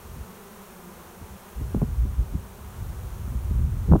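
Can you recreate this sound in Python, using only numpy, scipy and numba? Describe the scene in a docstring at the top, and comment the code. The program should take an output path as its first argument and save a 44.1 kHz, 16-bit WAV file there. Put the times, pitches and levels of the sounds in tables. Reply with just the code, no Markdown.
"""Honeybees by a shed wall

A swarm mills about, a few bees close to the microphone, each droning at its own wandering wingbeat.
Gusts rumble on the microphone, sharp eddies buffet it and the hardest break into pops.
A fine steady hiss lies behind. The recorder's gain sinks a little after the loudest gusts."""
import sys
import numpy as np
from scipy import signal
from scipy.fft import rfft, irfft
from scipy.io import wavfile
from scipy.ndimage import uniform_filter1d
from numba import njit

SR = 44100
rng = np.random.default_rng(int(sys.argv[2]) if len(sys.argv) > 2 else 0)


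def to_wav(sig):
    """Store sig (one row per channel, or 1-D mono) as 16-bit WAV at the path in sys.argv[1].

    Samples outside -1..1 are clipped; the rate is SR.
    """
    pcm = np.clip(np.atleast_2d(sig), -1, 1) * 32767
    pcm = np.round(pcm).astype(np.int16)
    wavfile.write(sys.argv[1], SR, pcm.T)  # frames by channels


N = 176400

# Spectral envelope of a bee's harmonics: f/Hz, relative level/dB
WING_SPECTRUM = [(170, 5.5), (195, 2), (250, -5), (340, 4), (390, -2.5), (480, -2.5), (570, -6.5),
                 (660, -8.5), (780, -6.5), (1050, -5.5), (1400, -10.5), (1900, -18), (3000, -19.5),
                 (5000, -29.5)]
# Wind strength on the microphone: t/s, level/dB
GUST_LEVELS = [(0, -52), (.05, -47), (.08, -41), (.22, -35.5), (.3, -60), (1.0, -57), (1.19, -53),
               (1.23, -39), (1.275, -58), (1.32, -36.5), (1.42, -60), (1.53, -55), (1.585, -28.5),
               (1.73, -33.5), (1.77, -22.5), (1.84, -29.5), (1.88, -24.5), (1.96, -28), (2.02, -20.5),
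               (2.16, -30.5), (2.206, -16.5), (2.27, -38), (2.32, -32), (2.36, -25.5), (2.41, -39),
               (2.52, -45), (2.66, -39.5), (2.75, -39.5), (2.83, -30), (2.95, -34.5), (3.1, -36),
               (3.28, -33), (3.35, -24), (3.41, -31.5), (3.48, -29), (3.52, -23), (3.62, -19), (3.7, -22.5),
               (3.87, -27.5), (3.925, -10), (3.97, -20), (4.0, -18.5)]
# Spectrum of the wind rumble: f/Hz, relative level/dB
RUMBLE_SPECTRUM = [(12, -40), (22, -29), (42, 1.5), (62, 6.5), (100, -0.5), (135, -8), (200, -20),
                   (300, -28), (450, -42.5), (900, -73), (2000, -76)]
# Eddies striking the microphone: t/s, length/s, level/dB, corner f/Hz
EDDY_STRIKES = [(0.16, .035, -39.5, 168), (1.211, 0.013, -42.5, 190), (1.607, 0.023, -32.5, 190),
                (1.747, 0.014, -22, 220), (1.765, 0.015, -24, 204), (1.818, 0.024, -17, 194),
                (2.047, 0.024, -30.5, 180), (2.212, 0.0056, -29, 160), (2.334, 0.03, -26.5, 171),
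                (3.276, 0.015, -32.5, 168), (3.321, 0.039, -30, 139), (3.51, 0.011, -25.5, 118),
                (3.592, 0.0053, -22, 150), (3.881, 0.03, -23, 190), (3.913, 0.041, -10.5, 183),
                (3.947, 0.026, -17, 338)]
# Pops within the hardest eddies: t/s, peak level before the low-pass/dB, centre f/Hz
AIR_POPS = [(1.747, -24.5, 610), (1.748, -15, 245), (1.8178, -20.5, 456), (1.8295, -22, 380),
            (2.3466, -27, 186), (3.9175, -23, 850), (3.9238, -12, 597), (3.9348, -14.5, 675),
            (3.9369, -7.5, 473), (3.9543, -15, 525), (3.957, -9, 410), (3.9622, -19.5, 750)]
# Spectrum of the background hiss: f/Hz, relative level/dB
HISS_SPECTRUM = [(30, 15), (60, 10.5), (130, 13), (300, 4), (1000, 10.5), (3000, -3.5), (4400, -3),
                 (4900, -6), (5500, -0.5), (6500, 1), (7900, -1.5), (8700, 1.5), (9900, 1), (10450, -3),
                 (11100, 1), (15500, 1)]

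WINGBEAT_HZ, FAST_WINGBEAT_HZ = 192.5, 239.8
WANDER, FLUTTER = .052, .009  # shares of the pitch: steering, wing unsteadiness
EDDY_LOW_HZ, EDDY_TOP_HZ, EDDY_ORDER = 93, 1470, 3.12
EDDY_ATTACK_S, EDDY_RELEASE_S = .0019, .0059
POP_TOP_HZ, RECORDER_TOP_HZ = 1730, 15750
AGC_THRESHOLD_DB, AGC_SLOPE, AGC_ATTACK_S, AGC_RELEASE_S = -30.5, .14, .032, .31


def swarm():
    """The cloud, a few bees near the microphone and a few flying hard; all swell and sway together."""
    sway = 1 + .012 * walk(4)
    cloud = undb(-48.5) * bees(WINGBEAT_HZ, sway, spread=.075, pass_db=8, count=40)
    near = undb(-55.5) * bees(WINGBEAT_HZ, sway, spread=.075, pass_db=14, count=6)
    fast = undb(-55.5) * bees(FAST_WINGBEAT_HZ, sway, spread=.04, pass_db=2.5, count=7)
    swell = undb(.14 * walk(4))
    return (cloud + near + fast) * swell


def bees(centre_hz, sway, spread, pass_db, count):
    """Each bee repeats its own wing stroke; pitch wanders as it steers, level as it comes and goes."""
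    out = np.zeros(N)
    harmonics = np.arange(1, 27)
    ranks = np.linspace(-1, 1, count + 2)[1:-1]
    for offset in np.arctanh(ranks):  # most bees lie near the centre pitch
        hz = centre_hz * np.exp(spread * offset)
        strengths = gains(WING_SPECTRUM, harmonics * hz) * undb(1.12 * rng.standard_normal(len(harmonics)))
        phases = np.exp(2j * np.pi * rng.random(len(harmonics)))
        stroke = unit(irfft(np.r_[0, strengths * phases], 8192))  # one wingbeat
        pitch_hz = hz * (sway + WANDER * walk(5.5) + FLUTTER * walk(35))
        beats = np.cumsum(pitch_hz) / SR
        drone = stroke[(beats * len(stroke)).astype(int) % len(stroke)]
        nearness = undb(pass_db * np.tanh(walk(5.5)))
        out += drone * nearness
    return unit(out)


def wind(t):
    """Turbulence at the microphone port: a low rumble that follows the gusts."""
    rumble = noise(lambda hz: gains(RUMBLE_SPECTRUM, hz))
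    power = uniform_filter1d(np.abs(signal.hilbert(rumble)) ** 2, size=900)
    steadied = unit(rumble / np.sqrt(power) ** .23)  # partly evens out the noise's own swells
    when, db = np.array(GUST_LEVELS).T
    return steadied * undb(.5 + np.interp(t, when, db))


def eddies(t):
    """Short dull blows of air on the microphone; faster eddies reach higher in frequency."""
    out = np.zeros(N)
    for start, length, db, corner_hz in EDDY_STRIKES:
        air = noise(lambda hz: rolloff(EDDY_LOW_HZ / hz, order=2)
                    * rolloff(hz / corner_hz, order=EDDY_ORDER)
                    * rolloff(hz / EDDY_TOP_HZ, order=10))
        age = t - start
        attack = np.clip(age / EDDY_ATTACK_S, 0, 1)
        release = np.exp(-np.maximum(age + EDDY_RELEASE_S - length, 0) / EDDY_RELEASE_S)
        envelope = attack * release
        blow = air * envelope
        energy_trim = np.sqrt(np.sum(envelope ** 2) / (np.sum(blow ** 2) + 1e-12))
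        out += undb(db) * blow * energy_trim
    return out


def pops(t):
    """Single quick swings of pressure where the air tears off the microphone port."""
    out = np.zeros(N)
    for when, db, hz in AIR_POPS:
        swing = 2 * np.pi * hz * (t - when)
        out -= undb(db) * swing * np.exp((1 - swing ** 2) / 2)
    return signal.sosfiltfilt(signal.butter(6, POP_TOP_HZ, fs=SR, output="sos"), out)


def hiss():
    """A fine hiss behind the bees, its level barely wavering."""
    return undb(-50 + .18 * walk(10)) * noise(lambda hz: gains(HISS_SPECTRUM, hz))


def undb(db):
    """Decibels to gain."""
    return 10 ** (np.asarray(db) / 20)


def unit(x):
    """Scale to rms 1."""
    return x / np.sqrt(np.mean(x ** 2))


def gains(spectrum, hz):
    """Gain of an (f/Hz, level/dB) table at the given frequencies."""
    f, db = np.array(spectrum, float).T
    return undb(np.interp(np.log(np.maximum(hz, 1)), np.log(f), db))


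def rolloff(ratio, order):
    """Filter gain that falls as the frequency ratio passes 1."""
    return 1 / np.sqrt(1 + ratio ** (2 * order))


def noise(shape):
    """Noise of rms 1 whose spectrum follows shape(hz)."""
    hz = np.arange(N // 2 + 1) * SR / N + 1
    return unit(irfft(rfft(rng.standard_normal(N)) * shape(hz), N))


def walk(per_s):
    """Smooth drift through per_s random values a second; spread near 1."""
    knots = rng.standard_normal(size=1024)
    place = rng.random() + np.arange(N) / SR * per_s
    k = place.astype(int)
    part = place - k
    ease = part * part * (3 - 2 * part)
    return 1.15 * (knots[k] + (knots[k + 1] - knots[k]) * ease)


@njit
def follow(x, rise, fall):
    """Level follower with separate rise and fall steps per sample."""
    out, level = np.empty(len(x)), 0.
    for i in range(len(x)):
        level += (x[i] - level) * (rise if x[i] > level else fall)
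        out[i] = level
    return out


def scene():
    """Bees, wind and hiss at one microphone beside the shed wall."""
    t = np.arange(N) / SR
    return (hiss() + swarm() + wind(t) + eddies(t) + pops(t))[None]


def record(dry):
    """The recorder's automatic gain control gives way to loud gusts; the top treble is cut steeply."""
    loudness = follow(np.abs(dry[0]), 1 / (AGC_ATTACK_S * SR), 1 / (AGC_RELEASE_S * SR))
    gain = np.maximum(loudness / undb(AGC_THRESHOLD_DB), 1) ** -AGC_SLOPE
    lowpass = signal.ellip(12, .1, 80, RECORDER_TOP_HZ, fs=SR, output="sos")
    return signal.sosfilt(lowpass, dry * gain)


dry = scene()
out = record(dry)
to_wav(out)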